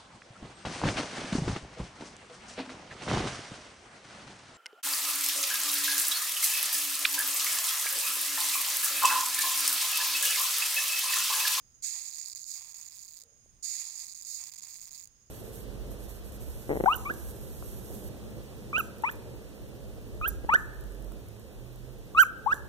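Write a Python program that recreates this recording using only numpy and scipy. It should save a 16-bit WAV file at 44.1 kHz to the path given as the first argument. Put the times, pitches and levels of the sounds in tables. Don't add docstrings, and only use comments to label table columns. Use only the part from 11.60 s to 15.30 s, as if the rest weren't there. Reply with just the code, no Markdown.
import sys
import numpy as np
from scipy import signal
from scipy.fft import rfft, irfft, next_fast_len
from scipy.io import wavfile
from scipy.ndimage import map_coordinates

SR = 44100
rng = np.random.default_rng(int(sys.argv[2]) if len(sys.argv) > 2 else 0)


def rack_gain(trim_db):
    fader = np.asarray(trim_db, float)
    return 10 ** (fader / 20)


def master_out(mix):
    frames = np.transpose(np.atleast_2d(mix))
    ceiling = np.clip(frames, -1, 1)
    pcm = np.round(ceiling * 32767).astype(np.int16)
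    wavfile.write(sys.argv[1], SR, pcm)


N = 163170
T = np.arange(N) / SR

# (time [s], slip rate [1/s], level [dB], deep slip level [dB], shell level [dB])
STROKES = [
    [(.223, 1500, -46, -25, 0), (.24, 1838, -36, -19.5, -0.5), (.35, 898, -38.5, 6, 1.5),
     (.42, 412.7, -41, 5, 0.5), (.75, 197.1, -45.5, 1, -4.5), (.86, 270.8, -46.5, -7.5, -7.5),
     (.905, 1100, -38, -10, -6.5), (1.0, 332.3, -47.5, 11.5, 2.5), (1.625, 188.3, -52, 0.5, -3)],
    [(2.026, 1573, -43.5, -29, -8.5), (2.04, 1700, -36.5, -11.5, -4), (2.15, 801, -39, 0, 0.5),
     (2.24, 400, -42.5, 6.5, 1), (2.645, 158.6, -48, -0.5, -4.5), (2.69, 1194, -40, -5.5, -5),
     (2.755, 1200, -39.5, -5, -6.5), (2.81, 336.4, -47, 9.5, 2.5), (3.45, 188, -52, 5.5, -1)],
]
# (time [s], length [s])
STALLS = [(0.734, 0.01218), (0.843, 0.00591), (1.127, 0.0058), (1.136, 0.00764), (1.287, 0.0065),
          (1.593, 0.00706), (1.611, 0.00631), (2.538, 0.00625), (2.618, 0.004876), (2.898, 0.00592),
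          (2.906, 0.00934), (2.93, .006), (2.95, .006), (2.966, .011), (3, .007), (3.01, .007),
          (3.294, .008)]
# (time [s], level [dB])
LAST_SLIPS = [
    (1.6365, 3),
    (3.4555, 5.5),
    (3.474, 4.5),
]
# (frequency [Hz], width [Hz], level [dB])
RIGHT_PORT = [(3834, 438, -17), (4487, 871, -13), (4973, 758, -12), (6504, 550, -10.5), (6897.3, 668, -1),
              (8170, 771, -11), (9016, 633, -20.5), (9880, 1240, -21.5), (12853, 1770, -25),
              (14830, 1274, -21.5), (15700, 390, -34)]
# (frequency [Hz], width [Hz], level [dB])
LEFT_PORT = [(5000, 1430, -24.5), (6520, 1200, -22.5), (8010, 2320, -22), (9245, 1000, -26),
             (10700, 1276, -21.5), (12900, 990, -25), (14520, 1210, -25.5)]
# (frequency [Hz], width [Hz], level [dB])
SHELL_MODES = [(2140.4, 900, -29), (2794, 978, -32)]
# (frequency [Hz], width [Hz], level [dB])
SHELL_LIFT = [(3470, 398, 15), (2564, 415, 4.92)]
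# (frequency [Hz], width [Hz], level [dB])
BODY_MODES = [
    [(901, 437, -30.5)],
    [(717, 385, -35), (1037, 370, -26)],
]
# (frequency [Hz], width [Hz], left level [dB], right level [dB])
CHORUS = [(5075, 500, -81, -74), (6561.5, 460, -71.5, -61), (8580, 1400, -84, -83), (9465, 520, -81, -81.5),
          (14800, 1100, -90.5, -89.5)]
# (time [s], level [dB])
RUMBLE_LEVEL = [(0.0, -70.5), (0.21, -69.5), (0.33, -77.5), (0.43, -75.5), (1.71, -74.5), (1.75, -69.5),
                (1.99, -66.5), (2.09, -76.5), (3.7, -71)]
# (frequency [Hz], level [dB])
RUMBLE_SPECTRUM = [(12, -37.5), (20, -2.5), (65, -5), (117, -7.5), (291, -18.5), (468, -25), (700, -30.5),
                   (910, -49), (1540, -120)]
# (frequency [Hz], level [dB])
HISS_SPECTRUM = [(150, -13.5), (500, -5), (1200, -4.5), (3000, -7), (4000, -6), (10000, -19),
                 (15000, -13.5)]

TOP_HZ = 15830
WIND_ALIKE = 0.5
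HISS_DB = -74.5
TAP_S, TAP_HZ, TAP_DB, TAP_WIDE_S = 1.8613, 560, -57, 0.0012
MOAN_S, MOAN_LONG_S, MOAN_HZ, MOAN_DB = 1.7, 0.0948, 491.5, -74.5
CHORUS_DRIFT_DB, CHORUS_FLUTTER_DB = 1.1, 1.5
TILE_DB, TILE_T60_S = -12, 0.0437
PACE_DB, SWAY_DB = 1.6, 0.9
JITTER, SIZE_DB = 0.14, 1.8
LAST_DB = -56.5
DEEP_SHARE, DEEP_IN_SHELL = 0.34, 0.319
SCRAPE_S, SCRAPE = 0.0006, 0.24
OWN_GRIT = 0.758
RASP_FROM_HZ = 3700
RIGHT_LAG_S, SHELL_LAG_S = 0.00002, 0.0005
EDGE_DB, EDGE_S, TOP_DB_PER_S = 2.5, 0.05, 8
NOTCH_HZ, NOTCH_WIDE_HZ, NOTCH_DB = 4170, 230, -30


def unit(x):
    return x / np.sqrt(np.mean(x ** 2) + 1e-20)


def wobble(rate):
    knots = rng.standard_normal(int(N * rate / SR) + 4)
    return map_coordinates(knots, [np.arange(N) * rate / SR])


def filtered(x, response):
    m = 2 * next_fast_len(N // 2 + 4096)
    return irfft(rfft(x, m) * response(np.fft.rfftfreq(m, 1 / SR)), m)[..., :N]


def along(points):
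    f, db = np.transpose(points)
    return lambda hz: rack_gain(np.interp(np.log(hz + 1), np.log(f), db, left=-120, right=-120))


def humps(peaks, hz):
    power = 0
    for center, width, db in peaks:
        detuning = (hz * hz - center * center) / (hz * width + 1)
        power = power + (rack_gain(db) / (1 + detuning ** 2)) ** 2
    return np.sqrt(power)


def causal(gain, lag_s=0):
    def response(hz):
        cepstrum = irfft(np.log(gain(hz) + 1e-6))
        cepstrum[1:len(hz) - 1] *= 2
        cepstrum[len(hz):] = 0
        return np.exp(rfft(cepstrum) - 2j * np.pi * hz * lag_s)
    return response


def hiss():
    spectrum = along(HISS_SPECTRUM + [(TOP_HZ, -18)])
    return rack_gain(HISS_DB) * unit(filtered(rng.standard_normal((2, N)), spectrum))


def wind():
    a, b = filtered(rng.standard_normal((2, N)), along(RUMBLE_SPECTRUM))
    angle = np.arccos(np.clip(WIND_ALIKE, 0, 1)) / 2
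    left = np.cos(angle) * a + np.sin(angle) * b
    right = np.cos(angle) * a - np.sin(angle) * b
    rumble = unit(np.array([left, right])) * rack_gain([[0], [2.4]])
    s, db = np.transpose(RUMBLE_LEVEL)
    return rumble * rack_gain(np.interp(T, s, db))


def moan():
    tone = unit(filtered(rng.standard_normal(N), lambda hz: humps([(MOAN_HZ, 150, 0)], hz)))
    return rack_gain(MOAN_DB) * tone * np.exp(-((T - MOAN_S) / MOAN_LONG_S) ** 2)


def tap():
    since = T - TAP_S
    return rack_gain(TAP_DB) * np.cos(2 * np.pi * TAP_HZ * since) * np.exp(-(since / TAP_WIDE_S) ** 2)


def insects():
    out = np.zeros((2, N))
    for center, width, *db in CHORUS:
        band = filtered(rng.standard_normal((2, N)), lambda hz: humps([(center, width, 0)], hz))
        sway_db = CHORUS_DRIFT_DB * wobble(5.4918) + CHORUS_FLUTTER_DB * wobble(60)
        out += rack_gain(np.array(db)[:, None] + sway_db) * unit(band)
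    return out


def tiles(x):
    t = np.arange(SR // 10) / SR
    tail = rng.standard_normal((2, len(t))) * rack_gain(-60 * t / TILE_T60_S) * (t > 0.0015)
    return signal.fftconvolve(x, tail / np.linalg.norm(tail[0]), axes=1)[:, :N]


def slips():
    rows = np.concatenate(STROKES)
    moving = sum((T >= stroke[0][0]) & (T < stroke[-1][0]) for stroke in STROKES)
    for start, length in STALLS:
        moving = moving * ((T < start) | (T > start + length))
    pace = np.exp(np.interp(T, rows[:, 0], np.log(rows[:, 1])))
    count = np.cumsum(moving * pace * rack_gain(PACE_DB * wobble(40))) / SR
    luck = rng.standard_normal((5000, 3))[:int(count[-1])]
    jitter = np.clip(JITTER * luck[:, 0], -0.5, 0.5)
    at = np.searchsorted(count, np.arange(len(luck)) + 0.5 + jitter)

    level, deep, shell = (np.interp(at / SR, rows[:, 0], rows[:, k]) for k in (2, 3, 4))
    size_db = level - 10 * np.log10(pace[at] / SR) + SIZE_DB * luck[:, 1] + SWAY_DB * wobble(12)[at]
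    deep = np.where(luck[:, 2] > 1.3 - 2 * DEEP_SHARE, deep, deep - 9)

    last_s, last_db = np.transpose(LAST_SLIPS)
    last_at = np.round(last_s * SR).astype(int)
    quiet = np.full(len(LAST_SLIPS), -6)
    return (np.r_[at, last_at], np.r_[size_db, last_db + LAST_DB + 24],
            np.r_[deep, quiet], np.r_[shell, quiet])


def beetle():
    at, size_db, deep_db, shell_db = slips()
    puff = np.exp(-np.abs(np.arange(-130, 131) / SR) / SCRAPE_S)
    grit = rng.standard_normal((3, N))

    def train(db):
        return np.bincount(at, rack_gain(db), N)

    def excite(db, own):
        spread = np.sqrt(np.abs(signal.fftconvolve(train(db) ** 2, puff ** 2, "same")))
        return train(db) + SCRAPE * spread * (grit[0] + own * grit[1:])

    rasp = excite(size_db, OWN_GRIT)
    deep = train(size_db + deep_db)
    shell = excite(size_db + shell_db, 0) + DEEP_IN_SHELL * deep
    steep = lambda hz: 1 / (1 + (RASP_FROM_HZ / (hz + 1)) ** 14)
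    high, low = np.zeros((2, N)), np.zeros((2, N))
    for c, port in enumerate((LEFT_PORT, RIGHT_PORT)):
        high[c] = filtered(rasp[c], causal(lambda hz: humps(port, hz) * steep(hz), c * RIGHT_LAG_S))
        ring = causal(lambda hz: humps(SHELL_MODES, hz), c * SHELL_LAG_S)
        low[c] = filtered(shell[c], lambda hz: ring(hz) * humps([(hz, 1, 0), SHELL_LIFT[c]], hz))
        low[c] += filtered(deep, causal(lambda hz: humps(BODY_MODES[c], hz)))

    first_s, second_s = STROKES[0][0][0], STROKES[1][0][0]
    age = np.abs(T - np.where(T < second_s, first_s, second_s))
    edge_db, top_db = EDGE_DB * np.exp(-age / EDGE_S), TOP_DB_PER_S * (age - 0.5)
    for band, db in (((8100, 1800, 0), edge_db), ((14800, 3000, 0), top_db)):
        high = high + (rack_gain(db) - 1) * filtered(high, lambda hz: humps([band], hz))
    return rack_gain(15) * (high + rack_gain(TILE_DB) * tiles(high) + low)


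def scene():
    return hiss() + wind() + moan() + tap() + insects() + beetle()


def low_pass(x):
    return signal.sosfilt(signal.butter(12, 16360, fs=SR, output="sos"), x)


def record(dry):
    notch = lambda hz: 1 - (1 - rack_gain(NOTCH_DB)) / (1 + ((hz - NOTCH_HZ) / NOTCH_WIDE_HZ) ** 2)
    ports = np.array([filtered(dry[0], causal(notch)), dry[1]])
    mix = filtered(ports, lambda hz: hz < TOP_HZ)
    return low_pass(mix)


dry = scene()
out = record(dry)
master_out(out)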